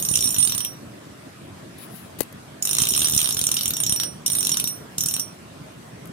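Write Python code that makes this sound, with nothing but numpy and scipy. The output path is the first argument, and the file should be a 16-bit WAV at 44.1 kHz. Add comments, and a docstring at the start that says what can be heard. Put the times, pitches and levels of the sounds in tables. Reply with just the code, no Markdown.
"""A fishing reel close to a stereo microphone in a quiet room gives up line in four pulls.
A spring pawl snaps over the teeth under the spool: short noise bursts through body resonances.
The metal spool rings on in four decaying modes; the reel swings and rubs in the hand as low thumps and noise.
Between the first two pulls a finger hisses past the left port and knocks hard, with faint taps then
and after the last pull. Short echoes and a low room tone with a hum lie behind."""
import sys
import numpy as np
from scipy import signal
from scipy.fft import rfft, irfft
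from scipy.io import wavfile
from scipy.ndimage import uniform_filter1d

SR = 44100
rng = np.random.default_rng(int(sys.argv[2]) if len(sys.argv) > 2 else 0)


def dump(signal):
    """Clip the signal to [-1, 1] and save it as 16-bit WAV at the path in sys.argv[1]."""
    limited = np.clip(np.atleast_2d(signal).T, -1, 1)
    pcm = np.round(limited * 32767).astype(np.int16)
    wavfile.write(sys.argv[1], SR, pcm)


N = 269890  # samples

# One row for each snap of the pawl: t/s, relative blow level/dB,
# relative ring level/dB of the first and of the second spool mode 10 ms after the snap
PAWL_SNAPS = [(0.0001, -34, -41, -33.5), (0.025, -18.5, -48, -26), (0.0508, -16.5, -31.2, -27.0),
              (0.0872, -17, -30.8, -22.5), (0.1143, -16, -37.9, -22), (0.1385, -24, -30, -21),
              (0.156, -12, -34, -19.5), (0.173, -12, -42.7, -26.8), (0.1901, -20, -29, -36),
              (0.2072, -15, -25, -26), (0.225, -26, -21, -23), (0.2415, -19.3, -20, -19.5),
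              (0.2572, -19.8, -24, -22.5), (0.274, -27, -24, -20), (0.2905, -14, -26, -33),
              (0.306, -16, -33, -25.5), (0.326, -24, -38, -30), (0.3441, -16, -26.5, -33.5),
              (0.3639, -20, -33, -28), (0.384, -17, -38, -14), (0.404, -29, -28.5, -17),
              (0.427, -23, -25.6, -14.5), (0.4504, -10, -43, -19.7), (0.4745, -15, -36.4, -24),
              (0.4962, -13, -30, -28.1), (0.5216, -21, -24, -35.6), (0.549, -13, -44, -25),
              (0.5793, -17.0, -29, -26), (0.6049, -25, -29, -24), (0.649, -13, -27.0, -33),
              (2.625, -12.5, -45, -29.2), (2.6527, -10, -47.4, -33), (2.673, -14, -35, -32),
              (2.692, -21, -30, -26), (2.7108, -13, -35.7, -27.5), (2.7314, -18, -32.1, -22),
              (2.7508, -13, -36, -36), (2.7679, -17, -34.1, -29.1), (2.785, -12.5, -34.7, -20),
              (2.802, -19, -25, -24), (2.8189, -13.5, -24, -19), (2.836, -18, -28, -26),
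              (2.8537, -24, -36, -34), (2.8702, -16.1, -28, -31.2), (2.888, -7.5, -24, -25),
              (2.9063, -12, -29, -23.5), (2.9216, -16, -31.0, -32), (2.937, -16, -29.9, -31.2),
              (2.9498, -19, -22, -34.9), (2.9625, -19, -28, -20.5), (2.9766, -14.5, -37, -22),
              (2.993, -12, -27, -25), (3.0055, -22, -31.5, -23), (3.0182, -13, -38, -26),
              (3.031, -20, -37, -25), (3.0446, -30, -23, -17.5), (3.0577, -16, -19.5, -28),
              (3.072, -20.5, -36, -30), (3.0847, -16, -31, -27.9), (3.0978, -9, -29, -33),
              (3.11, -17, -35, -27.1), (3.122, -13, -26, -29.9), (3.1358, -24, -28.0, -25.2),
              (3.149, -13, -28, -28), (3.1636, -9, -35, -21.5), (3.1777, -11, -35, -21),
              (3.1914, -21, -39.0, -21), (3.2037, -15, -40, -23.0), (3.2157, -11, -41, -27),
              (3.2285, -17.5, -32, -25), (3.244, -28, -25.3, -16.5), (3.2582, -17, -29, -25),
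              (3.2742, -20.0, -37, -25.5), (3.2899, -21, -38, -25.5), (3.3078, -15, -29, -30.8),
              (3.325, -15, -27, -40), (3.346, -19, -40, -36.2), (3.3689, -16.6, -28, -25.0),
              (3.3922, -14, -38, -30.1), (3.414, -11, -45.5, -26), (3.4399, -16.3, -37, -21.4),
              (3.4682, -12.5, -24, -38), (3.49, -19, -50, -36.1), (3.5158, -11.5, -43, -32),
              (3.542, -11, -36, -25.8), (3.568, -19, -25, -29), (3.59, -28, -33, -36.5),
              (3.6098, -18.9, -29.5, -29.7), (3.6337, -20, -29, -29), (3.657, -13, -30, -32),
              (3.6794, -12, -36, -29), (3.7067, -16, -48, -48), (3.7363, -15.5, -26.5, -45),
              (3.768, -18, -28.5, -32.4), (3.803, -13, -39, -23), (3.836, -17.5, -32.5, -42),
              (3.8649, -18, -19.5, -40.5), (3.895, -11, -24, -22), (3.9239, -11, -32, -20),
              (3.9616, -15, -23.5, -34), (3.9996, -20, -21.5, -30.3), (4.0344, -20.5, -25.5, -26.5),
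              (4.2627, -13, -24, -22.5), (4.2794, -18, -34, -51), (4.3005, -14, -29.5, -25),
              (4.319, -15.0, -34, -22), (4.333, -12, -32, -30), (4.351, -20, -35, -23),
              (4.369, -19.6, -37, -24), (4.3857, -17.6, -31, -20.5), (4.4072, -25, -35, -27.5),
              (4.4287, -18.5, -27, -27), (4.45, -14, -24, -32.5), (4.47, -11, -35, -30),
              (4.4928, -12, -28, -29), (4.517, -19, -19, -23), (4.5432, -24, -32, -31),
              (4.5707, -17, -27, -24.5), (4.5988, -17.5, -30.4, -25.5), (4.6418, -11, -22, -36),
              (4.6743, -20, -25.7, -25), (4.9826, -11.5, -32, -39), (5.007, -14, -25, -24),
              (5.037, -15, -27.5, -42), (5.06, -11, -35.8, -26), (5.0857, -19, -29, -31),
              (5.1107, -23, -33, -31.5), (5.1395, -12, -25, -30.1), (5.1651, -17, -32, -34),
              (5.1968, -16, -25, -30)]


def amp(db):
    """Amplitude factor of a level in dB."""
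    return 10 ** (np.asarray(db) / 20)


def evened(x):
    """Scales a signal to an rms of one."""
    return x / np.sqrt(np.mean(x ** 2) + 1e-20)


def read(points, hz):
    """Reads a (f/Hz, value) curve along a logarithmic frequency axis."""
    f, value = np.transpose(points)
    return np.interp(np.log(hz + 1), np.log(f + 1), value)


def level(rows):
    """Gain from (t/s, level/dB) rows, at -120 dB outside them."""
    s, db = np.transpose(rows)
    return amp(np.interp(np.arange(N) / SR, s, db, left=-120, right=-120))


def struck(s, size, shape, lead=0.):
    """Lays one shape at every time s, starting lead seconds early."""
    train = np.zeros(N + SR)
    np.add.at(train, np.round(np.asarray(s) * SR).astype(int), size)
    return signal.oaconvolve(train, shape)[round(lead * SR):][:N]


def noise(colour, same, lean, patchy_db):
    """Stereo noise of a given spectrum, likeness and balance, with drifting patches, at an rms of one."""
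    frames, hz = N // 256 + 5, np.fft.rfftfreq(1024, 1 / SR)
    a, b, c, d, patches = rng.standard_normal((frames, 513, 5)).T
    patches = uniform_filter1d(patches, size=10, axis=0)
    patches = evened(uniform_filter1d(patches, size=10, axis=1))
    like = np.clip(read(same, hz), -1, 1)[:, None]
    side = amp(read(lean, hz)[:, None] / 2)
    left = a + 1j * b
    right = like * left + np.sqrt(1 - like ** 2) * (c + 1j * d)
    spectrum = np.array([left * side, right / side])
    spectrum *= amp(read(colour, hz)[:, None] + patchy_db * patches)
    return evened(signal.istft(spectrum, nperseg=1024, noverlap=768)[1][:, :N])


def teeth():
    """The tooth row for each snap: the ring of teeth goes round and round."""
    # The 15 teeth of one turn, each with its own colour: low, middle and high level/dB against the blow,
    # relative ring level/dB of the third and of the fourth spool mode
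    tooth_rows = [(-11.5, 0, -3, -31, -34.5), (-11, 0.5, -0.5, -33, -43.5), (-7.5, 0.5, -4, -30, -40),
                  (-6.5, -1, 1.5, -45, -38), (-8.5, -4, 0, -38, -45.5), (-5.5, 2.5, 2.5, -35, -38),
                  (-5.5, 1.5, 0.5, -31, -45), (-7, -1, -1, -37.5, -50), (-2, 0, 1.5, -39, -41),
                  (-7, -4, -2, -29, -42), (-1.5, 1.5, 1.5, -39, -33.5), (-5.5, -7.5, -0.5, -36, -48),
                  (-5.5, -2, 1.5, -37, -38), (-5, -1.5, 1.5, -35, -44), (-8.5, -6.5, -0.5, -45, -36.5)]
    return np.transpose(tooth_rows)[:, np.arange(len(PAWL_SNAPS)) % len(tooth_rows)]


def blows():
    """Time, chatter length and low, middle and high body level of each snap; a slow pawl chatters longer."""
    # Chance from snap to snap in the low, middle and high body range: spread/dB
    colour_spread = (2.5, 3.5, 2)
    # Level of the low body range through the pulls: t/s, level/dB
    low_level = [(0, -1.5), (.65, -1), (2.6, 0), (3.4, 0.5), (4.05, 0.5), (4.3, -1), (4.7, -0.5), (5.0, -1),
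                 (5.2, -3.5)]
    usual_db, follows = -19, (0.13, 0.72, 0.57)  # how far each range follows a harder or softer blow
    usual_gap_s, longest_gap_s = 0.023, 0.04
    usual_chatter_ms, chatter_spread, gap_power = 2.2, 0.2, 0.1
    s, blow_db = np.transpose(PAWL_SNAPS)[:2]
    luck = np.clip(rng.standard_normal((4, len(s))), -2, 1.5)
    gap = np.clip(np.diff(s, prepend=s[0] - usual_gap_s), .005, longest_gap_s)
    slowness = (gap / usual_gap_s) ** gap_power
    chatter_ms = usual_chatter_ms * slowness * np.exp(chatter_spread * luck[3])
    force_db = usual_db + np.outer(follows, blow_db - usual_db)
    colour_db = teeth()[:3] + np.reshape(colour_spread, (3, 1)) * luck[:3]
    colour_db[0] += np.interp(s, *np.transpose(low_level))
    return np.vstack([s, chatter_ms, force_db + colour_db])


def snaps(rise_ms=1.0, fall=0.86, lumps_db=1.86, shared=0.38, shift=0.018, uneven_db=2.56,
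          side_db=0.4, strike=3.36):
    """The pawl lands and chatters for a few ms; the rattle passes through the reel body."""
    # Resonances of the reel body in a low, middle and high range:
    # f/Hz, nominal width/Hz, left level/dB, right level/dB
    body_modes = [
        [(1305, 890, -14, -11), (3200, 530, -6, -5), (3790, 676, 1, 1), (4700, 970, -2.5, -4.5)],
        [(5656, 590, -7.5, -5), (6760, 300, -9.5, -4.5), (7840, 400, -19.5, -8.5), (8950, 370, -15.5, -4)],
        [(10800, 790, -3, -16), (11990, 1170, -4, -11), (13050, 620, -17, -9), (13940, 4700, -5, -12)],
    ]
    s, chatter_ms, *range_db = blows()[:, :, None]
    count, size, lead = len(s), 1024, 256  # a snap has 1024 samples, 256 of them ahead of the contact
    ms = (np.arange(size) - lead) / SR * 1000
    hz = np.fft.rfftfreq(size, 1 / SR) + 1
    rise = np.exp(np.minimum(ms, 0) / rise_ms)
    burst = np.where(ms < 0, rise, np.exp(-(abs(ms) / (fall * chatter_ms)) ** 1.25))
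    lumps = evened(uniform_filter1d(rng.standard_normal((count, size)), size=20))
    common, left, right = rng.standard_normal((3, count, size))
    grain = np.sqrt(shared) * common + np.sqrt(1 - shared) * np.array([left, right])
    rattle = rfft(burst * amp(lumps_db * lumps) * grain)
    # the first sharp contact
    rattle = rattle + strike * np.exp(-2j * np.pi * np.arange(len(hz)) * lead / size)
    clicks = 0
    for db, modes in zip(range_db, body_modes):
        body = 0
        for mode_hz, width, *port_db in modes:
            # the body's pitches and levels wander a little by chance from snap to snap
            luck = rng.standard_normal((3, count, 1))
            centre = mode_hz * (1 + shift * luck[2])
            peak = 1 / (1 + .64j * (hz - centre ** 2 / hz) / width) ** 2
            gain = amp(np.reshape(port_db, (2, 1, 1)) + uneven_db * luck[:2])
            body = body + gain * np.sqrt(SR / (np.pi * width)) * peak
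        sound = rattle * body
        # chance sets the grain of a snap; its energy follows the blow
        energy = np.linalg.norm(sound, axis=2, keepdims=True)
        energy = energy / np.linalg.norm(burst, axis=1, keepdims=True)
        sway = amp(side_db * rng.standard_normal((2, count, 1)))
        clicks = clicks + amp(db) * sway * sound * energy.mean(axis=1, keepdims=True) / energy
    out = np.zeros((2, N + size))
    for start, sound in zip(s[:, 0], np.moveaxis(irfft(clicks), 1, 0)):
        out[:, round(start * SR):][:, :size] += sound
    out = out[:, lead:lead + N]
    return np.array([np.roll(out[0], 4), out[1]])  # the left port is a few cm further away


def room(x, turn_s=.12):
    """Sparse echoes, each band dying at its own speed; three tails fade in and out in turn to keep changing."""
    # Decay of the room: f/Hz, time to fall by 60 dB t/s
    decay = [(300, 0.39), (3000, .15), (8000, 0.12), (15000, 0.06)]
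    out = np.zeros((2, N))
    length = SR // 3
    starts = np.arange(40, length - 20, 20)
    for k in range(3):
        echoes = np.zeros((2, length))
        at = starts + rng.integers(0, 20, (2, len(starts)))  # one echo in every 20 samples
        np.put_along_axis(echoes, at, rng.choice([-1., 1.], at.shape), 1)
        hz, t, bands = signal.stft(echoes, SR, nperseg=256)
        fading = bands * amp(-60 * t / read(decay, hz)[:, None])
        tail = signal.istft(fading, SR, nperseg=256)[1]
        share = np.sqrt(2 / 3) * np.cos(np.pi * (np.arange(N) / SR / turn_s + k / 3))
        out += signal.oaconvolve(x * share, tail / np.linalg.norm(tail[0]), axes=1)[:, :N]
    return out


def spool(settle_s=0.000097, waver_hz=60, turn_db=2.5):
    """Each snap meets a mode in or out of step, so its ring jumps up or down, then dies freely."""
    # Pitch of each spool mode: f/Hz
    mode_hz = (5643, 8972, 11955, 14442)
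    # Time for each spool mode to fall by 60 dB: t/s
    mode_t60 = (.27, .28, .1, .33)
    # Each spool mode at the ports: left level/dB, right level/dB, split of the mode pair f/Hz,
    # share of the twin, depth of waver
    mode_ports = [(-6.5, 0, 64, 0.32, 0.3), (-11.5, 4.5, 10, 0.3, 0), (-1, -9, 90, 0.82, 0.7),
                  (5, 5.5, 30, .3, 0.45)]
    ring_spread_db = 2  # chance in the third and fourth mode
    s, *strong_db = np.transpose(PAWL_SNAPS)[[0, 2, 3]]
    t, out = np.arange(N) / SR, np.zeros((2, N))
    last = np.clip(np.searchsorted(s, t - .001) - 1, 0, None)  # the latest snap
    luck = np.minimum(rng.standard_normal((2, len(s))), 1)
    ring_db = np.vstack([strong_db, teeth()[3:] + ring_spread_db * luck])
    r = np.exp(-1 / (settle_s * SR))
    knots = np.arange(0, N / SR + 1, 1 / 200)
    for mode_db, hz, t60, ports in zip(ring_db, mode_hz, mode_t60, mode_ports):
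        left_db, right_db, split_hz, twin, waver = ports
        steps = rng.standard_normal((len(s), 4))
        ring = amp(mode_db[last] - 60 * (t - s[last] - .01) / t60)
        carrier = np.exp(2j * np.pi * hz * t)
        beat = twin * np.exp(2j * np.pi * split_hz * t)
        for port, db in enumerate((left_db, right_db)):
            # the spool turns, so each port hears its own changing mix of the split pair
            phase = np.exp(1j * np.cumsum(1.03 * steps[:, 2] + 0.735 * steps[:, port]))
            facing = amp(turn_db * steps[:, 3] * (db < max(left_db, right_db)))  # weaker port only
            pair = 1 + beat * np.exp(3j * steps[:, port])[last]
            low_pass = signal.butter(2, waver_hz, fs=200)
            drift = signal.lfilter(*low_pass, rng.standard_normal((2, len(knots))))
            pair += waver * np.interp(t, knots, drift[0] + 1j * drift[1])
            # smoothing softens each jump
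            swing = signal.lfilter([1 - r], [1, -r], ring * pair * (phase * facing)[last])
            out[port] += amp(db) * (swing * carrier).real
    return out


def jolts(hz=130, t60=0.01, load=0.44, load_s=0.0015, left_db=-6):
    """The spring loads the reel slowly, lets go, and the reel swings back in the hand."""
    # The hardest swings, on top of the usual ones: t/s, relative level/dB
    jerks = [(0.1123, -11), (0.1902, -19), (0.3829, -17), (2.8196, -16), (3.1352, -15), (3.1639, -13),
             (3.3702, -19), (3.416, -14.5), (3.6805, -18), (3.9245, -14)]
    usual_db, spread_db = -25, 5.5  # relative swing after a snap
    s = np.transpose(PAWL_SNAPS)[0]
    db = usual_db + spread_db * np.clip(rng.standard_normal(len(s)), -3, 1.5)
    s, db = np.hstack([[s, db], np.transpose(jerks)])
    t = np.arange(-round(0.00971 * SR), round(.03 * SR)) / SR
    swing = load * np.cos(2 * np.pi * hz * t) - 1.15 * np.sin(2 * np.pi * hz * t)
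    shape = np.where(t < 0, load * np.exp(t / load_s), swing * amp(-60 * t / t60))
    right = struck(s, amp(db), shape, 0.00965)
    # the left port is further from the hand: later, duller and softer
    left = amp(left_db) * uniform_filter1d(np.roll(right, 25), size=30)
    return np.array([left, right])


def strain():
    """The hand works on the reel: low noise that swells with the pulls."""
    # Hand on the reel, stretch by stretch: t/s, level/dB
    hand_level = [
        [(0.0, -39.5), (0.276, -41.5), (0.75, -48)],
        [(2.55, -73), (2.71, -41), (2.838, -41.5), (3.074, -38.5), (3.41, -49.5), (3.628, -47.5),
         (3.814, -40.5), (4.15, -48)],
        [(4.2, -73), (4.34, -39), (4.452, -41.5), (4.8, -52)],
        [(4.9, -49.5), (5.3, -49.5)],
    ]
    # Relative spectral density: f/Hz, level/dB
    hand_colour = [(25, -47), (60, -27), (110, 9), (200, -2), (400, -7), (1500, -34), (3000, -30)]
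    likeness, lean = [(30, 0.28), (120, 0.85), (600, 0.54)], [(60, 4.5), (1500, -18.0)]
    return sum(map(level, hand_level)) * noise(hand_colour, likeness, lean, 1.3)


def room_tone():
    """The quiet room: steady coloured noise, strongest as a low hum."""
    # Relative spectral density of the room tone: f/Hz, level/dB
    tone_colour = [(18, -76), (30, -53), (80, -15), (135, -1), (217, -6.5), (247, -4), (275, -6),
                   (517, -15), (622, -10.5), (853, -19), (1030, -17), (6840, -31.5), (8450, -29),
                   (15100, -40), (16300, -51)]
    # Likeness of the two ports: f/Hz, share
    tone_same = [(40, 0.7), (120, 0.99), (250, 0.93), (500, 0.48), (1000, 0), (16000, 0)]
    # Left against right port: f/Hz, level/dB
    tone_lean = [(60, 0), (180, -1), (550, 1), (1650, 0.5), (4970, -2.5), (15000, 1)]
    tone = amp(-41.5) * noise(tone_colour, tone_same, tone_lean, 1.96)
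    tone[0] = np.roll(tone[0], 20)  # the room's hum comes from the right
    return tone


def finger():
    """Skin hisses along the case and taps it: a bright crack on a low push."""
    # Finger sliding on the case, in two stretches: t/s, level/dB
    slide_level = [
        [(1.74, -73), (1.776, -63), (1.782, -47), (1.844, -40), (1.878, -54), (1.96, -37.5), (2.078, -53),
         (2.144, -75), (2.16, -53)],
        [(2.222, -34), (2.24, -49), (2.278, -60), (2.294, -62), (2.3, -73)],
    ]
    # Relative spectral density of the slide: f/Hz, level/dB
    slide_colour = [(3000, -9), (6000, -14), (8500, -19), (10500, -3), (13000, -17), (16000, -12)]
    # Taps on the case: t/s, relative crack level/dB, push level/dB, push f/Hz,
    # length t/s (the swell peaks halfway), right port level/dB against the left
    case_taps = [(1.783, -39, -60, 400, .004, -15), (2.186, -30, -35, 300, 0.012, -17),
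                 (2.2055, -7.5, -12.5, 810, 0.0016, -39), (2.2082, -12.5, -6, 410, 0.0015, -37),
                 (2.212, -27, -31, 412, 0.0029, -30), (2.217, -23, -37, 400, 0.0025, -32),
                 (2.229, -31, -49, 400, 0.005, -25), (2.325, -40, -40, 540, 0.0036, -5),
                 (6.055, -36.5, -42, 250, 0.0035, -9), (6.071, -43, -40, 252, 0.0056, -1)]
    # Relative spectral density of the crack: f/Hz, level/dB
    crack_colour = [(530, -39), (900, -4), (1950, -12), (3550, -13.5), (4010, -13), (4520, -10),
                    (5400, -14), (6300, -10.5), (8300, -13), (10900, -2.5), (16000, -9)]
    unlike, level_lean = [(100, 0), (16000, 0)], [(100, 0), (16000, 0)]
    hiss = noise(slide_colour, unlike, [(5000, 6), (12000, 23)], 4.0)  # close on the left port
    out = sum(map(level, slide_level)) * hiss
    crack = noise(crack_colour, unlike, level_lean, 2.4)
    t = np.arange(round(.06 * SR)) / SR
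    for s, crack_db, push_db, hz, length, right_db in case_taps:
        span = slice(round(s * SR), min(round(s * SR) + len(t), N))
        size = span.stop - span.start
        swell = 2 * t / length * np.exp(1 - 2 * t / length)
        push = -amp(push_db) * swell * np.sin(2 * np.pi * hz * t)
        tap = amp(crack_db) * swell[:size] * crack[:, span] + push[:size]
        out[:, span] += tap * amp([[0], [right_db]])
    return out


def scene():
    """Reel and its room, spool, hand, finger and room tone."""
    reel = snaps()
    hand = jolts() + strain()
    return reel + amp(-5) * room(reel) + spool() + hand + finger() + room_tone()


def record(dry):
    """The microphone drops deep bass and the top treble; then a steep band limit at 16 kHz."""
    x = signal.sosfilt(signal.butter(3, 48, "high", fs=SR, output="sos"), dry)
    x = signal.sosfilt(signal.butter(4, 15600, fs=SR, output="sos"), x)
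    band_limit = signal.firwin(301, 16000, window=("kaiser", 11), fs=SR)
    return signal.oaconvolve(x, band_limit[None], "same")


dry = scene()
out = record(dry)
dump(out)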